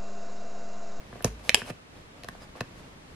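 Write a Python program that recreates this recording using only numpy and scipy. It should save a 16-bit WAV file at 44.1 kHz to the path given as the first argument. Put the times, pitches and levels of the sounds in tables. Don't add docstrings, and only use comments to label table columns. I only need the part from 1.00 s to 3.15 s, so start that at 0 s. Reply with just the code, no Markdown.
import sys
import numpy as np
from scipy import signal
from scipy.fft import rfft, irfft
from scipy.io import wavfile
from scipy.ndimage import uniform_filter1d

SR = 44100
rng = np.random.default_rng(int(sys.argv[2]) if len(sys.argv) > 2 else 0)


def to_wav(s):
    ch = np.atleast_2d(s).T
    pcm = np.round(np.clip(ch, -1, 1) * 32767)
    wavfile.write(sys.argv[1], SR, pcm.astype(np.int16))


N = 94815
SCENE_T = np.arange(N) / SR
IMPACT_T = np.arange(SR // 10) / SR

# f/Hz, coherence
NEAR_COHERENCE = [(100, 0.97), (300, 0.81), (1000, 0.4), (4000, 0.4), (12000, 0)]


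def amp(db):
    return 10 ** (np.asarray(db) / 20)


def unit(x):
    return x / np.sqrt(np.mean(x ** 2) + 1e-20)


def curve_at(points, hz):
    f, value = np.transpose(points)
    return np.interp(np.log(hz + 1), np.log(f + 1), value)


def add(mix, start_s, sound):
    part = mix[:, max(round(start_s * SR), 0):][:, :sound.shape[1]]
    part += sound[:, :part.shape[1]]


def noise_spectra(coherence, size):
    common, independent = rfft(rng.standard_normal((2, size)))
    share = np.clip(curve_at(coherence, np.fft.rfftfreq(size, 1 / SR)), -1, 1)
    return np.array([common, share * common + np.sqrt(1 - share ** 2) * independent])


def noise(spectrum, coherence=NEAR_COHERENCE):
    gain = amp(curve_at(spectrum, np.fft.rfftfreq(N, 1 / SR)))
    return unit(irfft(noise_spectra(coherence, N) * gain, N))


def fluctuation(correlation_s):
    return unit(uniform_filter1d(rng.standard_normal(N), int(correlation_s * SR)))


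def still_air():
    # f/Hz, relative density level/dB
    spectrum = [(12, -35.5), (20, -29), (163, -5.5), (234, -8), (301, -5), (337, -19.5), (422, -9),
                (642, -8), (698, -11.5), (1120, -11.5), (1370, -13), (1960, -13.5), (9950, -30.5),
                (14300, -47), (16000, -66.5)]
    # f/Hz, coherence (negative in antiphase)
    coherence = [(60, 0.98), (150, 0.61), (380, 0.064), (950, -0.39), (2380, -0.44), (5980, -0.5),
                 (15000, -0.51)]
    return amp(-53) * noise(spectrum, coherence)


def sleeves():
    # f/Hz, relative density level/dB
    spectrum = [(15, -8), (45, 0), (110, -4.5), (250, -7), (500, -13.5), (1200, -21), (4000, -27.5),
                (10000, -38.5), (13000, -41), (15500, -74)]
    # t/s, level/dB
    envelope = [(0, -51), (.13, -48.5), (.3, -47.5), (.42, -52.5), (.7, -47.5), (.85, -59.5), (.97, -49.5),
                (1.1, -55.5), (1.33, -49.5), (1.5, -52.5), (1.7, -50), (1.85, -49), (2.02, -53),
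                (2.15, -49)]
    return noise(spectrum) * amp(np.interp(SCENE_T, *np.transpose(envelope)))


def slides():
    # start t/s, length t/s, rub level/dB, hiss level/dB, peak position/fraction of length
    strokes = [(0.11, 0.11, -53, -68, .5), (0.248, .042, -39, -45, 0.3), (0.392, 0.064, -53, -61.5, 0),
               (0.434, 0.076, -47.5, -51, 0.57), (.555, 0.065, -43, -46, 0.44),
               (0.646, 0.064, -43.5, -48, 0.91), (0.937, 0.086, -57.5, -68.5, .4),
               (1.129, 0.093, -56, -68, 0.64), (1.402, 0.057, -50.5, -57.5, 0.32),
               (1.555, 0.049, -47, -59.5, 0.22), (1.742, 0.085, -54, -61.5, 0.62)]
    # f/Hz, relative density level/dB
    rub_spectrum = [(60, -27), (200, -8), (550, 3.5), (1000, 0), (1600, -6), (2600, -8), (4000, -18),
                    (16000, -52.5)]
    hiss_spectrum = [(500, -25.5), (2500, -3.5), (5100, -2), (6800, -5.5), (10000, -5), (12500, -10),
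                     (15500, -55)]
    rub, hiss = noise(rub_spectrum), noise(hiss_spectrum)
    grain_db = 2 * fluctuation(correlation_s=0.0015)
    out = np.zeros((2, N))
    for start_s, length_s, rub_db, hiss_db, peak in strokes:
        swell = np.sqrt(np.interp((SCENE_T - start_s) / length_s, [0, peak, 1], [0, 1, 0]))
        out += swell * (amp(rub_db) * rub + amp(hiss_db) * hiss)
    return out * unit(amp(grain_db))


def room(sound):
    # f/Hz, T60/s
    decay_times = [(100, 0.2), (450, 0), (2500, 0.32), (6000, 0.29), (12000, 0.28)]
    # f/Hz, level/dB
    tail_levels = [(100, -11), (280, -12.5), (430, -6.5), (700, -13), (1300, -14), (2600, -15.5),
                   (4200, -18), (6000, -18.5), (10000, -16.5), (13000, -20), (15000, -32)]
    # left delay t/s, right delay t/s, level/dB
    reflections = [(.0018, .0017, -18), (.0034, .0034, -23), (.0084, .0085, -15)]
    hz, t, bands = signal.stft(irfft(noise_spectra(NEAR_COHERENCE, SR // 2)), SR, nperseg=256)
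    rate = np.log(1000) / curve_at(decay_times, hz)[:, None]
    decay = np.exp(-rate * t) * np.sqrt(2 * rate / SR)
    tail = bands * decay * amp(curve_at(tail_levels, hz))[:, None]
    response = np.zeros((2, SR // 2))
    add(response, start_s=0.008, sound=signal.istft(tail, SR, nperseg=256)[1])
    for left_s, right_s, db in reflections:
        response[[0, 1], [round(left_s * SR), round(right_s * SR)]] += amp(db)
    return signal.fftconvolve(sound, response, axes=1)[:, :N]


def ring(modes, left_lag_s, rise_cycles):
    t = np.maximum(IMPACT_T - np.array([[left_lag_s], [0]]), 0)
    out = np.zeros_like(t)
    for k, (hz, db, t60) in enumerate(modes):
        rise = 1 - np.exp(-hz * t / rise_cycles)
        decay = np.exp(-np.log(1000) * t / t60)
        out += (-1) ** k * amp(db) * rise * decay * np.sin(2 * np.pi * hz * t)
    return out


def burst(decay_s, band_hz):
    bandpass = signal.butter(4, band_hz, "band", fs=SR, output="sos")
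    spray = unit(signal.sosfilt(bandpass, rng.standard_normal((2, len(IMPACT_T)))))
    return spray * np.exp(-IMPACT_T / decay_s)


def scattered(sound, scatter_db):
    cluster = burst(decay_s=0.0019, band_hz=(880, 12500))
    cluster /= np.linalg.norm(cluster[0])
    return sound + amp(scatter_db) * signal.fftconvolve(sound, cluster, axes=1)[:, :len(IMPACT_T)]


def knocks():
    # f/Hz, level/dB, T60/s
    board_modes = [(117.8, -8, 0.11), (169, -6.5, 0.081), (235.3, -4.5, 0.055), (400, -2.5, 0.023),
                   (494, -4, 0.03), (684, -3, 0.026), (1075, -2, 0.013), (1520, -3.5, .012),
                   (1792, -2.5, 0.012), (2565, -1.5, 0.0078), (3200, -6, 0.0072), (4050, -1.5, .005),
                   (5110, -4, 0.0059), (6320, -0.5, 0.0028), (8200, -6.5, .003), (10050, -1.5, 0.0031),
                   (11960, -2.5, 0.0034)]
    drive_hz = [150, 550, 1600, 2600, 5800, 10000]
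    # t/s, then level/dB in each drive band
    impacts = [(0.1275, -38.5, -39, -36.5, -60, -60, -68), (0.155, -42.5, -35, -46, -50, -60, -66),
               (.2060, -41.5, -34.5, -35, -50, -58, -68), (0.2244, -65, -65, -62, -40, -50, -32),
               (0.2436, -22.5, -24, -51, -22.5, -47, -35), (0.2454, -12.5, -12.5, -27.5, -35, -12.5, -19),
               (.6175, -31, -31.5, -29.5, -28, -52, -52), (0.7003, -27.5, -26, -39, -29.5, -56, -55),
               (0.7061, -29, -48.5, -44, -32, -52, -58), (1.2351, -54, -44, -44, -31.5, -39.5, -40.5),
               (1.245, -50, -32.5, -42, -38, -37, -45), (1.2862, -33.5, -37.5, -24.5, -39, -31.5, -36),
               (1.3503, -46, -35, -47, -61, -62, -68), (1.553, -52, -42, -43, -55, -58, -64.5),
               (1.6065, -28.5, -41.5, -36.5, -27, -33.5, -43), (1.6080, -24, -21.5, -25, -27.5, -31, -34.5)]
    out = np.zeros((2, N))
    for start_s, *levels in impacts:
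        drive = list(zip(drive_hz, levels))
        modes = [(hz, db + curve_at(drive, hz), t60) for hz, db, t60 in board_modes]
        ringing = ring(modes, left_lag_s=3e-5, rise_cycles=0.25)
        add(out, start_s, scattered(ringing, scatter_db=-1.5))
    return out * amp([[-0.25], [0.25]])


def cushion():
    start_s, db, hz, rise_s, t60 = 0.252, -28, 55, 0.03, 0.46
    t = np.maximum(SCENE_T - start_s, 0)
    envelope = (1 - np.exp(-t / rise_s)) * np.exp(-np.log(1000) * t / t60)
    return amp(db) * envelope * np.sin(2 * np.pi * hz * t)


def hums_and_squeak():
    # centre t/s, half length t/s, f/Hz, level/dB
    tones = [(.325, 0.021, 430, -50.5), (0.579, .010, 410, -39), (1.428, 0.019, 5050, -58.5)]
    out = np.zeros(N)
    for centre_s, half_s, hz, db in tones:
        wavering_hz = hz * (1 + 0.023 * fluctuation(correlation_s=0.004))
        cycles = np.cumsum(wavering_hz) / SR
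        swell = np.exp(-((SCENE_T - centre_s) / half_s) ** 2)
        out += amp(db) * np.sqrt(2) * swell * np.sin(2 * np.pi * cycles)
    return out


def clacks():
    # f/Hz, level/dB, T60/s
    dull_modes = [(228, -31, .03), (496, -21.5, .022), (760, -27, 0.011), (1840, -11, 0.0041),
                  (2450, 1, 0.0072), (2447, -17.5, 0.025), (3040, -14, .005), (4314, -9.5, 0.0029),
                  (5500, -8, 0.0044), (11520, -21.5, .005)]
    bright_modes = [(230, -25.5, .022), (480, -18.5, 0.018), (820, -14.5, 0.013), (1210, -16, 0.0069),
                    (1720, -11, 0.0088), (2544, -2, 0.012), (3230, -5.5, .009), (4500, -8, 0.0055),
                    (5380, -6, .007), (7300, -8, 0.0064), (7830, -15.5, .007), (10060, -13.5, .007),
                    (11300, -12, 0.0054)]
    pulse_s = 0.0016
    pulse = (1 - IMPACT_T / pulse_s / 2) * np.exp(-IMPACT_T / pulse_s)
    out = np.zeros((2, N))

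    def strike(modes, start_s, pulse_db, crack_db, right_bias_db):
        crack = burst(decay_s=0.0013, band_hz=(3000, 11500))
        ringing = ring(modes, left_lag_s=2e-5, rise_cycles=0.12)
        sound = amp(-0.5) * ringing + amp(pulse_db) * pulse + amp(crack_db) * crack
        balance = amp([[-right_bias_db / 2], [right_bias_db / 2]])
        add(out, start_s, scattered(sound, scatter_db=-7) * balance)

    strike(dull_modes, start_s=0.4936, pulse_db=-30.5, crack_db=-22, right_bias_db=1.5)
    strike(bright_modes, start_s=0.545, pulse_db=-22, crack_db=-9, right_bias_db=0.5)
    return out


def scene():
    wood = clacks() + knocks() + slides()
    return wood + room(wood) + hums_and_squeak() + cushion() + sleeves() + still_air()


def record(dry):
    clipped = np.clip(dry, -1, 1)
    lowpass = signal.firwin(255, cutoff=16000, window=("kaiser", 9), fs=SR)
    return signal.oaconvolve(clipped, lowpass[None], "same", axes=1)


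dry = scene()
out = record(dry)
to_wav(out)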